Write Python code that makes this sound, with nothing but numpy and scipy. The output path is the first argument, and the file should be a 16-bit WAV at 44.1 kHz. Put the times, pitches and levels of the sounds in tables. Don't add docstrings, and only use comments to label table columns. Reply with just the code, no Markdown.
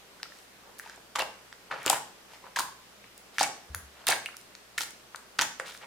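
import sys
import numpy as np
from scipy import signal
from scipy.fft import rfft, irfft, next_fast_len
from scipy.io import wavfile
from scipy.ndimage import uniform_filter1d

SR = 44100
rng = np.random.default_rng(int(sys.argv[2]) if len(sys.argv) > 2 else 0)


def unload_wav(signal):
    wavfile.write(
        sys.argv[1],
        SR,
        np.round(np.clip(np.atleast_2d(signal).T, -1, 1) * 32767).astype(np.int16),
    )


N = 258426


def gain_of(db):
    return 10 ** (np.asarray(db) / 20)


def unit_rms(x):
    return x / np.sqrt(np.mean(x ** 2) + 1e-20)


def curve_at(points, hz):
    f, value = np.transpose(points)
    return np.interp(np.log(hz + 1), np.log(f + 1), value)


def add(mix, start_s, sound):
    part = mix[..., round(start_s * SR):][..., :sound.shape[-1]]
    part += sound[..., :part.shape[-1]]


def burst(t, rise_s, fall_db_per_s):
    t = np.maximum(t, 0)
    shape = (1 - np.exp(-t / rise_s)) ** 2 * gain_of(-fall_db_per_s * t)
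    return shape / shape.max()


# frequency in Hz, relative level in dB.
HISS_SPECTRUM = [(20, -13), (45, -12), (80, -21), (140, -11), (200, -6), (300, -5), (450, -2), (820, -5),
                 (1450, -5.5), (5000, -11), (15100, -21), (17000, -48)]
# frequency in Hz, left-right correlation.
HISS_LIKENESS = [(40, -0.078), (240, 0.63), (950, 0.28), (3800, -0.064), (15000, 0.14)]
def hiss(rms_db=-54.5):
    frames, hz = N // 512 + 5, np.fft.rfftfreq(2048, 1 / SR)
    a, b, c, d, patches = rng.standard_normal((frames, 1025, 5)).T
    patches = unit_rms(uniform_filter1d(uniform_filter1d(patches, 30, 0), 8, 1))
    likeness = curve_at(HISS_LIKENESS, hz)[:, None]
    left = a + 1j * b
    right = likeness * left + np.sqrt(1 - likeness ** 2) * (c + 1j * d)
    spectra = np.array([left, right]) * gain_of(curve_at(HISS_SPECTRUM, hz)[:, None] + .8 * patches)
    return gain_of(rms_db) * unit_rms(signal.istft(spectra, nperseg=2048, noverlap=1536)[1][:, :N])


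# frequency in Hz, rms level in dB.
HUM_TONES = [(60.3, -75), (120.5, -76.5), (181, -79.5), (200, -76)]
def mains_hum():
    out, t = np.zeros(N), np.arange(N) / SR
    for hz, db in HUM_TONES:
        waver = unit_rms(uniform_filter1d(rng.standard_normal(N), 6000)) * hz / 150
        out += np.sqrt(2) * gain_of(db + 3.1 * waver) * np.sin(2 * np.pi * hz * t + .68 * waver)
    return out


# frequency in Hz, seconds to fall 60 dB.
ROOM_DECAY = [(250, 0.54), (700, 0.43), (1800, 0.44), (4600, 0.47), (12000, 0.28)]
# frequency in Hz, level against the direct sound in dB.
ROOM_LEVEL = [(250, -3), (1000, -8), (4000, -12.5), (12000, -4.5)]
# frequency in Hz, side against middle in dB.
ROOM_WIDTH = [(150, -20), (1000, -4.5), (6000, 1.5)]
def room_ring(source):
    taps = np.zeros((2, SR // 2))
    slots = np.arange(360, SR // 2 - 20, 20)
    at = slots + rng.integers(0, 20, (2, len(slots)))
    np.put_along_axis(taps, at, rng.choice([-1., 1.], at.shape), 1)
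    hz, t, spectra = signal.stft(taps, SR, nperseg=256)
    decay = gain_of(-60 * t / curve_at(ROOM_DECAY, hz)[:, None])
    tail = signal.istft(spectra * decay, SR, nperseg=256)[1]
    tail[:, :slots[0]] = 0
    tail /= np.linalg.norm(tail[0])
    size = next_fast_len(N + tail.shape[1])
    hz = np.fft.rfftfreq(size, 1 / SR)
    mid, side = rfft(source, size) * rfft(tail, size) * gain_of(curve_at(ROOM_LEVEL, hz))
    side *= gain_of(curve_at(ROOM_WIDTH, hz))
    return irfft(np.array([mid + side, mid - side]), size)[:, :N]


# delay in ms, level in dB, left over right in dB.
NEAR_ECHOES = [(2.2, -19.5, 17), (7.35, -22.5, -21), (9.3, -22.5, 14)]
def near_echoes(source):
    out = np.zeros((2, N))
    dulled = signal.lfilter(*signal.butter(1, 9000, fs=SR), source)
    for ms, db, pan_db in NEAR_ECHOES:
        add(out, ms / 1000, dulled * gain_of(db + pan_db * np.array([[.5], [-.5]])))
    return out


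# start in seconds, peak in dB, pitch in Hz, seconds to fall 60 dB.
KNOCKS = [(3.694, -40, 70, 0.15), (3.749, -40.5, 83, 0.12), (3.819, -50, 68.4, 0.34)]
def table_knocks():
    out, t = np.zeros(N), np.arange(SR // 2) / SR
    for start, db, hz, t60 in KNOCKS:
        tone = np.sin(2 * np.pi * hz * t) + .16 * np.sin(2 * np.pi * 152 * t)
        add(out, start, gain_of(db) * tone * burst(t, .012, 60 / t60))
    return out * gain_of([[.7], [-.7]])


# start and length in seconds, relative level in dB, brightness 0 to 1.
PRESSES = [(0.247, 0.24, -59, 0.68), (0.606, 0.16, -54, 0), (0.768, .24, -52, 0.39),
           (1.695, 0.32, -44.5, 0.39), (2.278, 0.12, -52, .45), (2.42, 0.076, -47, 0.08),
           (3.323, 0.14, -49, 0.59), (3.925, 0.17, -54, 0.3), (5.643, 0.086, -42, 0.57),
           (5.717, 0.072, -48.5, 0.6), (5.802, 0.058, -43.5, 0.27)]
# start and hold in seconds, relative level in dB, brightness 0 to 1.
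TEARS = [(1.153, .006, -30, 0.36), (1.185, 0.019, -30.5, 0.44), (1.709, 0.028, -33, 0.25),
         (1.857, 0.0194, -32, 0.28), (1.896, .015, -34.5, .4), (1.929, 0.0156, -30.5, .35),
         (2.559, 0.0049, -30, 0.66), (2.588, 0.0076, -30, 0.68), (3.3841, .055, -30, 0.55),
         (4.068, .065, -28, .55), (4.778, 0.0028, -31.5, .75), (4.803, 0.015, -34.5, 0.71),
         (5.386, 0.0048, -24, 0.48), (5.411, 0.0071, -28.5, 0.48), (5.595, 0.012, -40, 0.29)]
TEAR_RISE_S, TEAR_FALL_DB_PER_S, TEAR_DULLING_PER_S = .0021, 467, 2.73
def peeling():
    level, shine = np.full(N, 1e-9), np.zeros(N)
    t = np.arange(SR // 8) / SR
    for start, hold, db, bright in TEARS:
        shape = np.minimum(t / TEAR_RISE_S, 1) * gain_of(db - TEAR_FALL_DB_PER_S * np.maximum(t - hold, 0))
        add(level, start, shape)
        add(shine, start, shape * (bright - TEAR_DULLING_PER_S * t))
    for start, length, db, bright in PRESSES:
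        shape = gain_of(db) * np.sin(np.pi * np.arange(0, length, 1 / SR) / length)
        add(level, start, shape)
        add(shine, start, shape * bright)
    return level, np.clip(shine / level, 0, 1)


def skin_crackle(bands=14, band_grains_per_s=380):
    out, t = np.zeros((2, N)), np.arange(700) / SR
    level, bright = peeling()
    for place, hz in zip(np.linspace(0, 1, bands), np.geomspace(560, 13000, bands)):
        sizes = gain_of(3.07 * np.minimum(rng.exponential(1, N), 5))
        kicks = sizes * (rng.random(N) < band_grains_per_s / SR) * rng.choice([-1, 1], N)
        pan = gain_of(np.array([[3], [-3]]) * rng.standard_normal(N))
        grain = np.sin(2 * np.pi * hz * t) * burst(t, .3 / hz, 7 * hz)
        grain = np.diff(grain, prepend=0)
        weight = gain_of(-70 * (place - bright) ** 2)
        out += weight * unit_rms(signal.oaconvolve(kicks * pan, grain[None], axes=1)[:, :N])
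    shove = unit_rms(signal.lfilter(*signal.butter(2, [90, 380], "band", fs=SR), rng.standard_normal(N)))
    return level * (.33 * out + .054 * shove)


def strays(over_db, low_hz, high_hz, dull_db=0, mean_gap_s=.011):
    rows = []
    for start, hold, db, bright in TEARS:
        wait, size, tone = rng.random((3, 12))
        delay = np.cumsum(-mean_gap_s * np.log(1 - wait))
        fade_db = TEAR_FALL_DB_PER_S * np.maximum(delay - hold, 0) / 2
        peak_db = db + over_db + dull_db * max(.5 - bright, 0) + 4 * (2 * size - 1) - fade_db
        hz = low_hz * (high_hz / low_hz) ** tone
        rows += list(np.transpose([start + delay, peak_db, hz])[delay < hold + .006])
    return rows


# start in seconds, peak in dB, pitch in Hz, length in ms.
POPS = [(0.1996, -42.5, 1600, 4.3), (0.2305, -39, 790, 2.6), (0.2308, -26.5, 2020, 1.2),
        (0.255, -43, 1440, 4.5), (0.321, -41, 1770, 3.2), (0.797, -29.5, 1770, 1.8),
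        (0.8615, -40.5, 860, 6.1), (0.875, -40, 1520, 1.5), (0.8968, -36.5, 1670, 3.2),
        (0.978, -42, 690, 1.9), (1.1572, -25, 1190, 6.4), (1.1872, -30, 835, 6.8),
        (1.1945, -17, 1900, 0.85), (1.2008, -26, 660, 3.8), (1.2075, -27.5, 2755, 15),
        (1.2235, -20, 900, 1.8), (1.5269, -31, 1720, 0.77), (1.702, -42, 940, 4.4),
        (1.7132, -19, 1520, 0.83), (1.853, -28, 1220, 1), (1.863, -28, 308, 4.7), (1.87, -21, 1250, 1.05),
        (1.8775, -23, 2910, 2.5), (1.9005, -15.5, 776, 6.5), (1.9296, -16.5, 925, 3.8),
        (2.335, -42.5, 940, 2.2), (2.4406, -39.5, 950, 3.9), (2.5611, -22, 1650, 5.7),
        (2.5707, -22.5, 1030, 4.3), (2.5883, -18, 1490, 2.5), (2.5939, -21.5, 945, 4),
        (2.6036, -19.5, 1020, 4.9), (3.0425, -39.5, 2120, 0.94), (3.384, -12, 1770, 1.05),
        (3.4106, -12, 806, 4.7), (3.4916, -34, 714, 1.9), (3.7466, -22.5, 1540, 0.77),
        (4.0412, -44, 1110, 0.58), (4.0811, -19.5, 1882, 1.9), (4.09, -19.5, 712, 8.5),
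        (4.1136, -23, 1380, 1.6), (4.1263, -13.5, 1730, 1.7), (4.1315, -23, 790, 3.4),
        (4.26, -20, 2450, 0.97), (4.2625, -29.5, 2840, 5.9), (4.288, -30, 1420, 0.76),
        (4.343, -39, 1360, 2.4), (4.5513, -39.5, 2100, 1.1), (4.7805, -21, 1660, 1.6),
        (4.7835, -14, 2075, 1.05), (4.8081, -32, 934, 2.4), (4.835, -34, 1340, 1.11),
        (5.1468, -26, 1300, 0.85), (5.3909, -12, 1420, 0.89), (5.391, -33.5, 293, 4.1),
        (5.4187, -23.5, 930, 5.5), (5.598, -30.5, 547.5, 4.1), (5.5991, -19.5, 1810, 1.6),
        (5.7494, -33.5, 1790, 0.97)]
def pocket_pops(stray_ms=3):
    out, t = np.zeros((2, N)), np.arange(1198) / SR
    lesser = [(*row, stray_ms) for row in strays(over_db=2.5, low_hz=610, high_hz=2356)]
    for start, db, hz, ms in POPS + lesser:
        ms = max(ms, 1)
        draw = rng.uniform(-1.043, 1, len(t) + 2)
        polarity, side, wobble = np.sign(draw[0]), draw[1], draw[2:]
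        bend = 1 + 130 / (hz + 300) * unit_rms(uniform_filter1d(wobble, 40))
        choke = gain_of(-6 * (t * 1000 / ms) ** 2)
        envelope = burst(t, .13 / hz + 2e-5 * ms, 4000 / ms) * choke
        ring = np.sin(2 * np.pi * hz * np.cumsum(bend) / SR) * envelope
        pop = signal.lfilter(*signal.butter(2, hz / 4, "high", fs=SR), ring / abs(ring).max())
        add(out, start, polarity * gain_of(db) * pop * gain_of([[3.1 * side], [-.9 * side]]))
    return out


def snap(hz, ms, pan_db):
    balance_db = pan_db * np.array([[.5], [-.5]])
    noise = rng.standard_normal((3, 500))
    t = np.arange(500) / SR + 8e-6 * balance_db - 5e-5
    band = signal.butter(2, [.41 * hz, min(1.41 * hz, 16000)], "band", fs=SR)
    spray = unit_rms(signal.lfilter(*band, .7 * noise[0] + .55 * noise[1:]))
    swing = 6.9 * hz * (t - 1e-4)
    crack = -.7 * swing * np.exp(-swing ** 2 / 2)
    tick = (.39 * np.sin(2 * np.pi * hz * t) + .25 * spray) * burst(t, 9e-5, 15000 / max(ms - .15, .15))
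    trail = .08 * spray * burst(t, .0005, 10000)
    sound = signal.lfilter(*signal.butter(2, hz / 5, "high", fs=SR), crack + tick + trail)
    sound *= gain_of(balance_db)
    return sound / abs(signal.hilbert(sound.mean(0))).max()


# start in seconds, peak in dB, pitch in Hz.
SNAPS = [(0.2309, -19, 5080), (0.388, -41, 7500), (0.7848, -34, 8280), (0.7903, -30, 13180),
         (0.7972, -30, 9020), (0.8609, -36, 3610), (0.8755, -39, 6500), (0.8973, -33, 5770),
         (0.9605, -38, 7500), (1.1588, -16, 6400), (1.191, -22, 7980), (1.1937, -18, 7750),
         (1.2206, -21, 4880), (1.5273, -33, 3760), (1.8309, -29, 10830), (1.8622, -8, 7350),
         (1.8698, -19, 4950), (1.8797, -11, 3600), (1.8986, -2, 7660), (1.9005, -2, 7400),
         (1.9295, -16, 8830), (2.335, -42, 5000), (2.5621, -19, 3770), (2.5885, -16, 4380),
         (2.5942, -16, 8540), (3.1786, -32, 10070), (3.3834, -17, 5530), (3.4104, -13, 5380),
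         (3.4285, -17, 6850), (3.4364, -16, 6050), (3.476, -31, 6500), (3.748, -16, 9260),
         (4.0687, -13, 11160), (4.0701, -11, 3590), (4.082, -14, 8040), (4.0863, -10, 8290),
         (4.0876, -9, 3820), (4.1027, -14, 9250), (4.1063, -14, 8770), (4.1218, -12, 4190),
         (4.2595, -23, 7110), (4.368, -28, 9350), (4.4128, -37, 7170), (4.5518, -31, 4390),
         (4.7792, -17, 4030), (4.7833, -18, 4880), (4.8079, -15, 5490), (4.8168, -19, 5150),
         (4.8345, -23, 7140), (4.9069, -34, 8810), (5.1598, -25, 6460), (5.3918, -7, 4420),
         (5.4125, -9, 5530), (5.4185, -9, 6400), (5.4212, -12, 5840), (5.4264, -21, 6430),
         (5.5985, -25, 7240), (5.7757, -33, 5740)]
def strand_snaps(centre_hz=4500, pan_db_per_octave=-2.5, typical_ms=.55):
    out = np.zeros((2, N))
    lesser = strays(over_db=13, low_hz=3760, high_hz=8580, dull_db=-55)
    for start, db, hz in SNAPS + lesser:
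        pan_db = pan_db_per_octave * np.log2(hz / centre_hz) + rng.normal(0, 3.5)
        ms = typical_ms * rng.lognormal(0, .2)
        add(out, start, gain_of(db) * snap(hz, ms, pan_db))
    return out


def scene():
    slime = strand_snaps() + pocket_pops() + skin_crackle()
    mono = slime.mean(0)
    return slime + near_echoes(mono) + room_ring(mono) + table_knocks() + hiss() + mains_hum()


def record(dry):
    band_limit = signal.firwin(511, 16850, window=("kaiser", 9), fs=SR)
    return signal.oaconvolve(np.clip(dry, -.9, .9), band_limit[None], "same")


dry = scene()
out = record(dry)
unload_wav(out)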